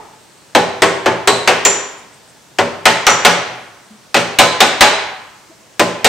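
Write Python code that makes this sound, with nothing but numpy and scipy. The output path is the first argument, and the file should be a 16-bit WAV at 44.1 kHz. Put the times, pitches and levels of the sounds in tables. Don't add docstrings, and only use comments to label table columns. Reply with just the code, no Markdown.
import sys
import numpy as np
from scipy import signal
from scipy.fft import rfft, irfft
from scipy.io import wavfile
from scipy.ndimage import uniform_filter1d

SR = 44100
rng = np.random.default_rng(int(sys.argv[2]) if len(sys.argv) > 2 else 0)


def transcribe(u):
    v = np.clip(np.atleast_2d(u).T, -1, 1)
    q = np.round(v * 32767).astype(np.int16)
    wavfile.write(sys.argv[1], SR, q)


N = 268128
BANDS_HZ = 32 * 2 ** np.arange(0, 9.1, .5)
BANDS_FINE_HZ = 32 * 2 ** np.arange(0, 9.1, .25)


def undb(db):
    return 10 ** (np.asarray(db) / 20)


def level(x, db):
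    return x * undb(db) / np.sqrt(np.mean(x ** 2))


def along(table, hz, axis):
    table = np.array(table, float)
    return np.interp(np.log(hz), np.log(table[:, 0]), table[:, axis])


def band(hz, size, octaves=0.49, skirts=False):
    away = np.log2((np.fft.rfftfreq(size, 1 / SR) + 1e-9) / hz) / octaves
    if skirts:
        shape = 1 / (1 + away ** 2)
    else:
        shape = np.cos(np.pi / 2 * np.clip(away, -1, 1))
    return irfft(rfft(rng.standard_normal(size)) * shape, size)


def stereo(hz, size, like, octaves=0.56, skirts=False):
    like = np.clip(like, 0, 1)
    mid = band(hz, size, octaves, skirts) * np.sqrt((1 + like) / 2)
    side = band(hz, size, octaves, skirts) * np.sqrt((1 - like) / 2)
    return np.array([mid + side, mid - side])


def kicks(s, gain):
    x = np.zeros(N)
    x[(np.asarray(s) * SR).astype(int)] = gain
    return x


def fade(x, t60):
    keep = 1000 ** (-1 / (max(t60, 1e-3) * SR))
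    return signal.lfilter([1], [1, -keep], x)


def mode(x, hz, t60):
    turn = np.exp(2j * np.pi * hz / SR - np.log(1000) / (t60 * SR))
    return signal.lfilter([1], [1, -turn], x).imag


# start in seconds, strength in dB, boom in dB, hardness in dB per octave,
# spot from 0 (flange) to 1 (face), clang pitch in Hz, clang in dB, ring pitch in Hz, ring in dB.
BLOWS = [(0.5497, 5, 2.5, -1.5, 0.49, 835, 22, 3980, 7.5), (0.82, 5.5, 2, -1.3, 0.06, 1950, 5, 7800, -4),
         (1.059, 4, -8.5, -5, 0.31, 391, 13.5, 3980, -5), (1.274, 3.5, 5, 0, 0.35, 7820, 3, 4030, 16),
         (1.475, 6, -1, -1, 0.11, 2500, 12, 2100, 9), (1.6509, -0.5, 6.5, 1.5, 0.054, 920, 11, 6650, 22.5),
         (2.586, 1.5, -0.5, -2.5, 0.61, 590, 13.5, 4500, -4), (2.855, 8, -2, 0, 0.78, 2050, 14.5, 3980, 10),
         (3.067, 8.5, -16, -1.54, 0.54, 1300, 16, 6300, 17),
         (3.097, -8, -3.5, -5.5, 0.44, 895, 7, 7120, 4.5), (3.249, 7, 2, 0.9, 1, 3870, 7, 5880, 2.5),
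         (4.1437, 1.5, 4.5, 0, 0.85, 880, 17, 4100, 3.5), (4.165, -6.5, 5.5, -0.5, 0.42, 2700, 9, 5880, -5),
         (4.387, 7, 7, 2, 0.95, 1060, 22, 3980, 17), (4.604, 5.5, 6, 1.76, 0.71, 790, -1, 3600, 11.5),
         (4.808, 11.5, -6, 0.37, 0.82, 800, 10, 3980, 18), (5.795, 0, 12, 1, 1, 1042, 12, 590, 20.5),
         (6.045, 2, 11.5, 3.8, 0.94, 800, 6, 3900, 14.5)]
THUD_FLANGE_DB, THUD_FACE_DB = -6, 6.5
MIDDLE_DB = 2.5
EDGE_DB, EDGE_PER_HARDNESS = 9, -1.1


def force_db(hz):
    strength_db, boom_db, hard, spot = np.transpose(BLOWS)[1:5]
    thud = 1 / (1 + (hz / 150) ** 4)
    boom = 1 / (1 + (hz / 550) ** 4)
    middle = np.exp(-(np.log2(hz / 900) / 0.56) ** 2)
    edge = 1 / (1 + (5000 / hz) ** 4)
    thud_db = THUD_FLANGE_DB + spot * (THUD_FACE_DB - THUD_FLANGE_DB)
    edge_db = EDGE_DB + EDGE_PER_HARDNESS * hard
    bass_db = thud * thud_db + boom * boom_db
    return strength_db + hard * np.log2(hz / 1000) + bass_db + middle * MIDDLE_DB + edge * edge_db


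def driven(hz, reach):
    clang_hz, clang_db, ring_hz, ring_db = np.transpose(BLOWS)[5:]

    def near(pitch, db):
        return db - 6 * (np.log2(hz / pitch) / reach) ** 2

    return undb(near(clang_hz, clang_db)) + undb(near(ring_hz, ring_db))


# pitch in Hz, relative dB when struck on the flange, relative dB when struck on the face,
# time to full swing in seconds.
PANEL = [(98.8, -31, -31, 0.035), (126.4, -24.5, -27.5, 0.042), (173.5, -26, -25.5, 0.044),
         (233.9, -26, -10.5, 0.031), (319, -18, -15, 0.017), (396.3, 2, -7.5, 0.015),
         (494.3, -13, -10, 0.024), (570, -14, -6, 0.023), (658.4, -18, -15, 0.038), (757, -12, -2.5, 0.014),
         (855.4, -12, -6, 0.023), (957.5, -7, -9.5, 0.013), (1032, -9, -10, 0.017), (1080, -6, -24, 0.019),
         (1308, -17.5, -12, 0.026), (1423, -12.5, -9.5, 0.011), (1474, -15, -16.5, 0.034),
         (1703, -10.5, -13.5, 0.027), (1856, 3, -3, 0.0036), (2142, -25, -10.5, 0.0098),
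         (2300, -18, -18.5, 0.039), (2452, -23, -5.5, 0.0044)]
PANEL_DB = -15.5
SCATTER_DB, DETUNE = 2.5, .015


def body_modes(seconds=0.22):
    hz, flange_db, face_db, full = np.transpose(PANEL)[:, :, None]
    t = np.arange(int(seconds * SR)) / SR
    swing = (t / full) ** 2 * np.exp(2 * (1 - t / full))
    blow_db = force_db(hz)
    luck = rng.standard_normal((len(BLOWS), 3, len(PANEL), 1))
    out = np.zeros(N + len(t))
    for k, (blow, (size, tune, phase)) in enumerate(zip(BLOWS, luck)):
        spot_db = flange_db + blow[4] * (face_db - flange_db)
        db = PANEL_DB + blow_db[:, [k]] + spot_db + SCATTER_DB * size
        tones = np.sin(2 * np.pi * (hz * (1 + DETUNE * tune) * t + phase))
        start = int(blow[0] * SR)
        out[start:start + len(t)] += np.sum(undb(db) * swing * tones, axis=0)
    return out[:N]


WASH_DB = -7


def dense(hz, octaves, push, t60, tick_db, skirts=False):
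    like = along(GARAGE, hz, axis=3)
    crash = fade(push, t60) - fade(push, 11.1 / hz) + undb(tick_db) * fade(push, 0.0025)
    tail = fade(push, along(GARAGE, hz, axis=1)) - fade(push, 0.007)
    wash = undb(WASH_DB + along(GARAGE, hz, axis=2)) * tail
    crash_noise = stereo(hz, N, like ** 0.085, octaves, skirts)
    wash_noise = stereo(hz, N, like, octaves, skirts)
    return np.array([crash * crash_noise, wash * wash_noise])


# pitch in Hz, relative level per hertz in dB, time to die by 60 dB in seconds.
CRASH = [(40, -65, 0.088), (155, -14.5, 0.11), (467, 0.5, 0.15), (910, -5.5, 0.18), (2560, -1.5, 0.14),
         (4760, -16, 0.13), (6480, -23, 0.14), (9650, -22, 0.071), (14900, -32.5, 0.012)]
CRASH_DB, TICK_DB = 5.5, 0
# pitch in Hz, half width in octaves, time to die by 60 dB in seconds.
HEAD = [(3980, .04, .04), (5880, .04, .04), (7120, .042, .04)]
# pitch in Hz, half width in octaves, time to die by 60 dB in seconds.
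CLANGS = [(391, 0.16, 0.053), (595, 0.041, 0.13), (819, .065, 0.19), (1027, 0.019, 0.4), (1340, 0.14, 0.13),
          (1970, 0.18, 0.14), (2570, 0.15, 0.077), (3620, 0.099, 0.12), (4360, 0.043, 0.065),
          (7950, 0.19, 0.063)]
HEAD_REACH, SHEET_REACH = 0.13, .085


def sheet():
    s = np.transpose(BLOWS)[0]
    out = 0
    for hz in BANDS_HZ:
        push = kicks(s, undb(CRASH_DB + force_db(hz) + along(CRASH, hz, axis=1)))
        out = out + dense(hz, 0.48, push, along(CRASH, hz, axis=2), TICK_DB - CRASH_DB)
    for groups, reach, tick_db in ((HEAD, HEAD_REACH, 2.4), (CLANGS, SHEET_REACH, -18)):
        for hz, octaves, t60 in groups:
            push = kicks(s, driven(hz, reach))
            out = out + dense(hz, octaves, push, t60, tick_db, skirts=True)
    return out


# start in seconds, level in dB, pitch in Hz, time to die by 60 dB in seconds.
KNOCKS = [(2.363, -35, 860, 0.059), (3.904, -33, 214, 0.16), (5.495, -25, 325, 0.057),
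          (5.51, -35, 655, 0.1)]


def bumps(soft_s=0.034):
    out = 0
    for s, db, hz, t60 in KNOCKS:
        push = kicks([s], undb(db))
        out = out + mode(push, hz, t60) - mode(push, hz, soft_s)
    return out


# pitch in Hz, time to die by 60 dB in seconds, echo level in dB,
# likeness of left and right from 0 to 1.
GARAGE = [(60, 1, 8.5, 1), (160, 0.81, -5.5, 0.9), (446, 0.73, -5, 0.76), (1110, 0.94, -5.5, 0.67),
          (2920, 0.82, -7.5, 0.52), (6750, 0.57, -2, 0.46), (16100, 0.11, -7, 0.1)]


def garage(x, seconds=1.0, gap_s=0.00043):
    size = int(seconds * SR)
    t = np.arange(size) / SR
    response = 0
    for hz in BANDS_HZ:
        t60 = along(GARAGE, hz, axis=1)
        even = np.sqrt(2 * np.log(1000) / (t60 * SR))
        envelope = 1000 ** (-t / t60) * even * (1 - np.exp(-(t / gap_s) ** 2))
        noise = stereo(hz, size, along(GARAGE, hz, axis=3))
        response = response + undb(along(GARAGE, hz, axis=2)) * envelope * noise
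    return signal.fftconvolve(x[None], response, axes=1)[:, :N]


# pitch in Hz, width in Hz, relative level in dB.
EARLIER = [(430, 37, -1), (875, 60, 5.5), (1250, 31, -7), (1950, 98, -12), (2310, 26, -14)]
EARLIER_DB, EARLIER_T60_S = -34, 0.74


def earlier():
    f = np.fft.rfftfreq(N, 1 / SR)
    colour = sum(undb(db) / np.sqrt(1 + (2 * (f - hz) / width) ** 2) for hz, width, db in EARLIER)
    mid, side = irfft(rfft(rng.standard_normal((2, N))) * colour, N)
    ring = level(np.array([mid + 0.52 * side, mid - .4 * side]), EARLIER_DB)
    return ring * 1000 ** (-np.arange(N) / SR / EARLIER_T60_S)


# pitch in Hz, relative level per hertz in dB.
AIR = [(15, -51), (25, -21), (37, -17), (107, -1.5), (126, 1.5), (183, -0.5), (216, -1), (253, -2),
       (554, -1.5), (2370, -8), (6000, -10), (8600, -11), (9600, -7), (15700, -34)]
AIR_DB, AIR_LIKE = -44.5, 0.57
# middle of the first throb in seconds, gain in dB.
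SIZZLE = [(.09, -64), (1.99, -50)]
THROB_S = .152


def air():
    out, step = 0, SR // 6
    for hz in BANDS_FINE_HZ:
        steps_db = np.repeat(rng.standard_normal(N // step + 1), step)
        waver_db = uniform_filter1d(steps_db, step)[:N]
        out = out + undb(along(AIR, hz, axis=1) + waver_db) * stereo(hz, N, AIR_LIKE, .25)
    beats = sum(kicks(s + THROB_S * np.arange(3), undb(db)) for s, db in SIZZLE)
    throb = signal.fftconvolve(beats, np.hanning(int(.07 * SR)), mode="same")
    sizzle = level(band(8500., N, .08), -3) + level(band(8500., N, .6), 0)
    return level(out, AIR_DB) + throb * sizzle


LEFT_DB = 1.5
CRASH_ECHO_DB = -8


def scene():
    body = body_modes() + bumps()
    crash, wash = sheet()
    direct = (body + crash) * undb([[LEFT_DB / 2], [-LEFT_DB / 2]])
    echoes = wash + garage(body + undb(CRASH_ECHO_DB) * crash.mean(axis=0))
    return direct + echoes + earlier() + air()


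MIC_HZ, MIC_SHELF_DB = 8900, -5
HISS_DB = -58
TOP_HZ = 15750


def record(dry):
    low = signal.sosfilt(signal.cheby1(5, 1, MIC_HZ, fs=SR, output="sos"), dry)
    high = signal.sosfilt(signal.butter(4, 1.12 * MIC_HZ, "high", fs=SR, output="sos"), dry)
    hiss = undb(HISS_DB) * rng.standard_normal(dry.shape)
    clipped = np.clip(low + undb(MIC_SHELF_DB) * high + hiss, -1, 1)
    return signal.sosfilt(signal.ellip(10, .2, 75, TOP_HZ, fs=SR, output="sos"), clipped)


dry = scene()
out = record(dry)
transcribe(out)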